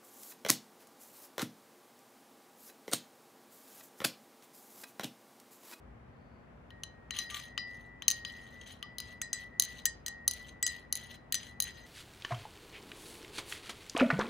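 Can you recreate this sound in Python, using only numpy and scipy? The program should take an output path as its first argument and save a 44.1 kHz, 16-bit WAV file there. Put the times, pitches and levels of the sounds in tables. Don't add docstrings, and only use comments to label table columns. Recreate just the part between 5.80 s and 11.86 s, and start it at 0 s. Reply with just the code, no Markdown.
import sys
import numpy as np
from scipy import signal
from scipy.fft import rfft, irfft
from scipy.io import wavfile

SR = 44100
rng = np.random.default_rng(int(sys.argv[2]) if len(sys.argv) > 2 else 0)


def pcm_store(signal):
    levels = np.round(np.clip(np.atleast_2d(signal), -1, 1) * 32767)
    wavfile.write(sys.argv[1], SR, levels.astype(np.int16).T)


N = 267246

# start_s, #
# five times register_db (low to high), lower_oval_db, upper_oval_db, wall_db, waist_db, press (0 to 1)
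WALL_BLOWS = [(0.905, -52.5, -65, -74, -71, -76, -56, -67, -66, -80, 0),
              (1.0347, -40, -45, -40.5, -47.5, -57, -54.5, -84, -45.5, -67, 0),
              (1.3075, -35.5, -45, -39, -50, -55, -43.5, -47, -34, -56, 1),
              (1.3881, -36, -43, -32, -42.5, -50, -41, -46, -31, -46.5, 0),
              (1.7776, -30, -40, -42.5, -59, -61, -46, -38.5, -39, -37.5, 0),
              (2.2218, -38.5, -60, -47.5, -57, -61, -52, -55, -47, -62, 0.9),
              (2.2813, -30.5, -25.5, -18, -28.5, -27.5, -41, -59, -33, -37, 0),
              (2.4494, -36, -44.5, -45.5, -61, -65, -45, -49, -39, -46, 0.017),
              (3.027, -37.5, -50, -55.5, -55, -59, -58.5, -47, -55.5, -56.5, 0.11),
              (3.1835, -46, -40.5, -43.5, -41.5, -45, -72, -46.5, -42, -45.5, 0.06),
              (3.7972, -35, -28, -21, -23.5, -27.5, -50.5, -45, -34, -42.5, 0.0082),
              (4.4785, -38.5, -29.5, -24, -22.5, -30, -59.5, -46.5, -49, -41, 0.19),
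              (5.1257, -43, -34, -30, -28, -36.5, -58, -49, -50, -48.5, 0.14),
              (5.802, -40, -34, -29, -27, -32, -51.5, -55.5, -33.5, -47, 0)]
RIM_BLOWS = [(3.4159, -39.5, -55, -33.5, -38.5, -45.5, -39, -43, -41, -47.5, 0.6),
             (3.5303, -42.5, -39.5, -28.5, -38.5, -46, -48.5, -42.5, -41.5, -45, 0.056),
             (4.0548, -34, -37, -24.5, -26.5, -28, -30.5, -41, -41, -39, 1),
             (4.2625, -42.5, -40.5, -37, -40.5, -44.5, -43.5, -51.5, -44, -54, 0),
             (4.8272, -37.5, -46.5, -30, -33, -36.5, -59, -30.5, -39.5, -37, 1),
             (4.8648, -37, -38, -28, -32.5, -46, -41.5, -36, -32.5, -43, 0.31),
             (5.5234, -36.5, -37, -34.5, -31.5, -32.5, -41, -51, -37, -67, 0.47),
             (5.5436, -35.5, -35, -31, -32.5, -39, -40, -43.5, -47, -41, 0.88)]
# start_s, level_db
BOUNCES = [(2.3024, -9.5), (2.312, -9.5), (2.3177, -15.5), (3.2015, -1), (3.822, -7.5), (3.836, -15),
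           (3.8444, -20.5), (3.8496, -18), (4.061, -9.5), (4.065, -12.5), (4.2815, -1.5), (4.5108, -11),
           (4.5352, -18), (4.876, -6), (5.1536, -6.5), (5.166, -15), (5.173, -14), (5.552, -4.5),
           (5.8226, -5), (5.8325, -14), (5.84, -12)]

def blows(rows, colour_db, lip_offset_db, rebound_dulling=0.28):
    out = np.zeros(N)
    starts = np.array([row[0] for row in list(WALL_BLOWS) + list(RIM_BLOWS)] + [np.inf])
    for s, *registers_db, lower_db, upper_db, wall_db, waist_db, press in rows:
        next_s = starts[starts > s].min()
        rebounds = [row for row in BOUNCES if s < row[0] < next_s]
        loss_tilt = 1 + rebound_dulling * np.linspace(0, 1, len(registers_db))
        for at, db in [(s, 0)] + rebounds:
            add(out, at, knock(registers_db + db * loss_tilt, colour_db))
        lip_db = registers_db[2] + lip_offset_db
        add(out, s, oval_ring((lower_db, upper_db), press, s, next_s))
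        add(out, s, high_ring((wall_db, waist_db, lip_db), press))
    return out


# pitch_hz, t60_s, wall_blow_db, rim_blow_db
KNOCK_MODES = [(1150, .05, -19.5, -57), (1870, 0.00087, -14.5, -17.5), (3050, 0.012, -5.5, -12),
               (3540, 0.0063, -17, -15), (4086, 0.0055, -5.5, -19.5), (4866, 0.017, -17.5, -17.5),
               (6015, 0.035, -13, 0.5), (6305, 0.011, -1.5, 6.5), (7005, 0.013, -14.5, 2),
               (8350, 0.023, -14, 0.5), (9446, .02, -17, 0.5), (10060, .014, -2, -8.5),
               (10845, 0.0073, -10.5, -20), (14520, 0.012, 0, 0)]
REGISTER_EDGES = (1050, 3600, 5500, 8800, 12800, 16000)

def knock(registers_db, colour_db, vary_db=2, crack_db=-11, crack_t60_s=0.0099, contact_s=.00045):
    hz, t60 = np.transpose(KNOCK_MODES)[:2]
    peak_db = colour_db + vary_db * rng.standard_normal(len(hz))
    gripped_hz = hz * (1 + .008 * rng.standard_normal(len(hz)))
    t = np.arange(3000) / SR
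    out = np.zeros(len(t))
    for lo, hi, db in zip(REGISTER_EDGES, REGISTER_EDGES[1:], registers_db):
        inside = (hz > lo) & (hz < hi)
        modes = response(gripped_hz[inside], t60[inside], peak_db[inside], contact_s, size=len(t))
        crack = rng.standard_normal(len(t)) * gain_of(-60 * t / crack_t60_s)
        modes, crack = signal.lfilter(*signal.butter(2, (lo, hi), "band", fs=SR), [modes, crack])
        contact = even_attack(modes) + gain_of(crack_db) * even_attack(crack)
        out += gain_of(db) * even_attack(near_echoes(contact))
    return signal.lfilter(*signal.butter(2, REGISTER_EDGES[0], "high", fs=SR), out)


def near_echoes(x, echo_db=-12, count=7):
    out = x.copy()
    for s in np.linspace(.001, .006, count) * rng.uniform(.85, 1.15, count):
        add(out, s, x * gain_of(echo_db) * rng.choice([-1, 1]) / np.sqrt(count))
    return out


# pitch_hz, t60_s, relative_db
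OVAL_MODES = [(1879, 1.2, 0), (1973, 1.1, 0)]

def oval_ring(levels_db, press, start_s, next_s, damping_db_per_s=260, handover_s=0.02):
    t = np.arange(SR) / SR
    handover = np.exp(-np.maximum(t - (next_s - start_s), 0) / handover_s)
    sag = 0.007 * press + 0.00085 * start_s
    return handover * sum(ring([mode], db, rise_s=0.0024, damping_db_per_s=damping_db_per_s * press,
                               sag=sag) for mode, db in zip(OVAL_MODES, levels_db))


# pitch_hz, t60_s, relative_db
WALL_MODES = [(4026, .16, -3), (4056, .11, -3)]
WAIST_MODES = [(4901, .28, 0), (5470, .28, -15)]
LIP_MODES = [(5965, .13, -17), (7574, .13, -14), (7792, .12, -3), (9598, .1, -12)]

def high_ring(levels_db, press, damping_db_per_s=60):
    return sum(ring(modes, db, rise_s=0.0036, damping_db_per_s=damping_db_per_s * press)
               for modes, db in zip((WALL_MODES, WAIST_MODES, LIP_MODES), levels_db))


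# start_s, pitch_hz, level_db
LIP_NOTES = [(1.3881, 5965, -37.5), (2.2813, 5800, -46), (4.8272, 7760, -25), (5.5436, 6060, -32)]

def singing_lip(t60_s=0.16):
    out = np.zeros(N)
    for s, hz, db in LIP_NOTES:
        add(out, s, ring([(hz, t60_s, 0)], db, rise_s=0.0017))
    return out


def ring(modes, level_db, rise_s, damping_db_per_s=0, sag=0, slosh_depth=.0016, slosh_hz=4.5):
    hz, t60, db = np.transpose(modes)
    t = np.arange(SR)[:, None] / SR
    pitch = 1 - sag + slosh_depth * np.sin(2 * np.pi * (slosh_hz * t + rng.random()))
    waves = np.sin(2 * np.pi * (hz * np.cumsum(pitch, axis=0) / SR + rng.random(len(hz))))
    decay = gain_of(level_db + db - (60 / t60 + damping_db_per_s) * t)
    return (decay * (1 - np.exp(-t / rise_s)) * waves).sum(1)


# pitch_hz, t60_s, relative_db
RUB_MODES = [(1930, 0.0028, -6), (3066, 0.0051, -4), (4060, 0.14, -1), (3820, 0.0033, -6), (4910, 0.28, -4),
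             (5550, 0.18, -10.5), (6245, 0.008, -3), (7800, 0.0016, -11), (9925, 0.017, -8.5),
             (14340, 0.011, -14)]
SQUEAK_MODE = [(3084, .02, 0)]
# start_s, length_s, level_db
SQUEAKS = [(1.34, 0.057, -49), (2.485, 0.029, -52), (4.638, 0.022, -56.5)]

def drag(coarse_db=-5, oval_db=-31, oval_follow=0.44, oval_t60_s=1.0):
    force_db = rubbing_force()
    fine = unit_rms(slips(per_s=3500, spread_db=3.0) * gain_of(3.2 * wander(per_s=140)))
    grit = sliding(fine * gain_of(force_db), RUB_MODES)
    chatter = sliding(slips(per_s=170, spread_db=1.0) * gain_of(coarse_db + force_db), RUB_MODES[:4])
    squeak = sliding(fine * swells(SQUEAKS), SQUEAK_MODE)
    oval_modes = [(mode[0], oval_t60_s, db) for mode, db in zip(OVAL_MODES, (-5, 0))]
    ringing = shaken(fine * gain_of(oval_db + oval_follow * force_db), oval_modes, size=30000)
    return grit + chatter + squeak + ringing


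# start_s, length_s, force_db
STROKES = [(1.336, 0.088, -48), (1.491, 0.17, -53.5), (1.542, 0.026, -46.5), (1.873, 0.18, -67.5),
           (2.32, 0.057, -54.5), (2.46, 0.38, -59), (2.859, 0.075, -55.5), (3.216, .1, -58.5),
           (3.54, 0.084, -57), (3.827, .16, -53.5), (4.51, 0.16, -56.5), (4.877, 0.1, -55.5),
           (5.152, 0.16, -54), (5.556, 0.12, -52.5), (5.849, 0.032, -47.5), (5.937, .15, -62)]
# start_s, force_db
CATCHES = [(1.362, -42.5), (1.499, -38), (2.811, -50), (3.982, -45.5), (4.683, -50.5), (5.306, -48),
           (5.341, -52)]

def rubbing_force(land_s=0.0012, settle_s=0.0092, ease_db_per_s=30.5, lift_db_per_s=298):
    force, t = np.zeros(N), np.arange(SR) / SR
    landing = np.minimum(t / land_s, 1)
    for s, length, db in STROKES:
        lift_db = lift_db_per_s * np.maximum(t - length, 0)
        add(force, s, landing * gain_of(db - ease_db_per_s * t - lift_db))
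    for s, db in CATCHES:
        add(force, s, landing * gain_of(db) * np.exp(-t / settle_s))
    return 20 * np.log10(force + 1e-9)


def slips(per_s, spread_db):
    sizes = gain_of(spread_db * np.minimum(rng.exponential(1, N), np.pi)) * rng.choice([-1, 1], N)
    return unit_rms(sizes * (rng.random(N) < per_s / SR))


def sliding(kicks, modes, spots=8, spread_hz=130, spread_db=3):
    shares = np.exp([2 * wander(per_s=30) for _ in range(spots)])
    hz, t60, db = np.transpose(modes)
    out = np.zeros(N)
    for share in shares / np.linalg.norm(shares, axis=0):
        shift, shade = rng.standard_normal((2, len(hz))) * (t60 < .03)
        spot_modes = np.transpose([hz + spread_hz * shift, t60, db + spread_db * shade])
        out += shaken(kicks * share, spot_modes, size=8000)
    return out


# start_s, length_s, level_db
ROD_NOTES = [(1.32, 0.12, -61.5), (1.495, 0.12, -52), (3.029, 0.031, -55)]

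def singing_rod(pitch_hz=1182, waver=0.0085):
    hz = pitch_hz * (1 + waver * wander(per_s=71))
    return swells(ROD_NOTES) * np.sqrt(2) * np.sin(2 * np.pi * np.cumsum(hz) / SR)


# start_s, length_s, level_db
HISS = [(.25, .5, -86.5)]
# pitch_hz, t60_s, relative_db
HISS_MODE = [(4500, 0.0067, 0)]

def faint_hiss():
    return shaken(rng.standard_normal(N) * swells(HISS), HISS_MODE, size=2000)


# frequency_hz, left_minus_right_db, left_lead_rad
PORT_CUES = [(1200, 1.7, .2), (1875, 1.6, -.8), (1970, 5.1, -.4), (3100, 7.5, .7), (4900, 6.5, -.2),
             (6300, 2.2, .35), (7000, 1.6, 0), (7790, .6, -1.2), (10200, 0, -4.9), (11200, .3, -6),
             (14500, 0, -5)]

def microphone_ports(x):
    hz, table = np.fft.rfftfreq(2 * N, 1 / SR), np.array(PORT_CUES)
    left_gain = gain_of(curve_at(table[:, [0, 1]], hz) / 2)
    left_lead = np.exp(1j * curve_at(table[:, [0, 2]], hz))
    pair = np.array([left_gain * left_lead, 1 / left_gain])
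    pair /= np.sqrt((left_gain ** 2 + left_gain ** -2) / 2)
    return irfft(rfft(x, 2 * N) * pair)[:, :N]


# frequency_hz, t60_s
ROOM_DECAY = [(500, 0.13), (4000, 0.33), (15000, 0.019)]

def reflections(x, wet_db=-18, first_s=0.0031):
    taps = rng.standard_normal((2, SR // 2)) * (rng.random((2, SR // 2)) < .1)
    taps *= np.arange(SR // 2) / SR > first_s
    hz, t, bands = signal.stft(taps, SR, nperseg=256)
    decay = gain_of(-60 * t / curve_at(ROOM_DECAY, hz)[:, None])
    tail = signal.istft(bands * decay, SR, nperseg=256)[1]
    tail /= np.linalg.norm(tail, axis=1, keepdims=True)
    return gain_of(wet_db) * signal.fftconvolve(x[None], tail, axes=1)[:, :N]


# frequency_hz, relative_db
VENT_SPECTRUM = [(22, -50), (55, -1.5), (95, -6.5), (240, -10), (300, -15), (620, -15.5), (1900, -25),
                 (4000, -44), (16000, -63)]
# frequency_hz, correlation (0 to 1)
VENT_LIKENESS = [(30, 1), (120, 0.88), (250, 0.68), (500, 0.087), (1000, 0.011)]
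# pitch_hz, level_db
MAINS_HUM = [(120, -68), (239, -68.5)]

def room_tone(vent_db=-55.5, lean_left_db=1.0, hum_waver_rad=0.91):
    hz, t = np.fft.rfftfreq(N, 1 / SR), np.arange(N) / SR
    left, independent = rfft(rng.standard_normal((2, N)))
    likeness = curve_at(VENT_LIKENESS, hz)
    right = likeness * left + np.sqrt(1 - likeness ** 2) * independent
    vent = unit_rms(irfft(np.array([left, right]) * gain_of(curve_at(VENT_SPECTRUM, hz)), N))
    hum = sum(gain_of(db) * np.sqrt(2) * np.sin(2 * np.pi * f * t + hum_waver_rad * wander(per_s=18))
              for f, db in MAINS_HUM)
    return (gain_of(vent_db) * vent + hum) * gain_of([[lean_left_db], [-lean_left_db]])


def response(hz, t60, peak_db, rise_s, size):
    t = np.arange(size)[:, None] / SR
    waves = np.cos(2 * np.pi * (hz * t + rng.random(len(hz))))
    decay = gain_of(peak_db - 60 * t / t60) / t60
    return (decay * (1 - np.exp(-t / rise_s)) * waves).sum(1)


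def shaken(kicks, modes, size, slip_s=.001):
    body = response(*np.transpose(modes), slip_s, size=size)
    return signal.oaconvolve(kicks, body / np.linalg.norm(body))[:N]


def swells(rows):
    level = np.zeros(N)
    for s, length, db in rows:
        add(level, s, gain_of(db) * signal.windows.tukey(round(length * SR), .7))
    return level


def wander(per_s):
    hz = np.fft.rfftfreq(N, 1 / SR)
    return unit_rms(irfft(rfft(rng.standard_normal(N)) * np.exp(-(hz / per_s) ** 2), N))


def even_attack(sound):
    return sound / np.sqrt(np.mean(sound[:220] ** 2))


def unit_rms(x):
    return x / np.sqrt(np.mean(x ** 2) + 1e-20)


def gain_of(db):
    return 10 ** (np.asarray(db) / 20)


def curve_at(points, hz):
    f, value = np.transpose(points)
    return np.interp(np.log(hz + 1), np.log(f), value)


def add(mix, s, sound):
    part = mix[round(s * SR):][:len(sound)]
    part += sound[:len(part)]


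def scene():
    tip_colour_db, rim_colour_db = np.transpose(KNOCK_MODES)[2:]
    mug = blows(WALL_BLOWS, tip_colour_db, lip_offset_db=-30)
    mug += blows(RIM_BLOWS, rim_colour_db, lip_offset_db=-4)
    mug += singing_lip() + drag() + singing_rod() + faint_hiss()
    return microphone_ports(mug) + reflections(mug) + room_tone()


def record(dry):
    lowpass = signal.firwin(511, cutoff=16700, window=("kaiser", 9), fs=SR)
    return signal.oaconvolve(dry, lowpass[None], "same")


dry = scene()
out = record(dry)
pcm_store(out)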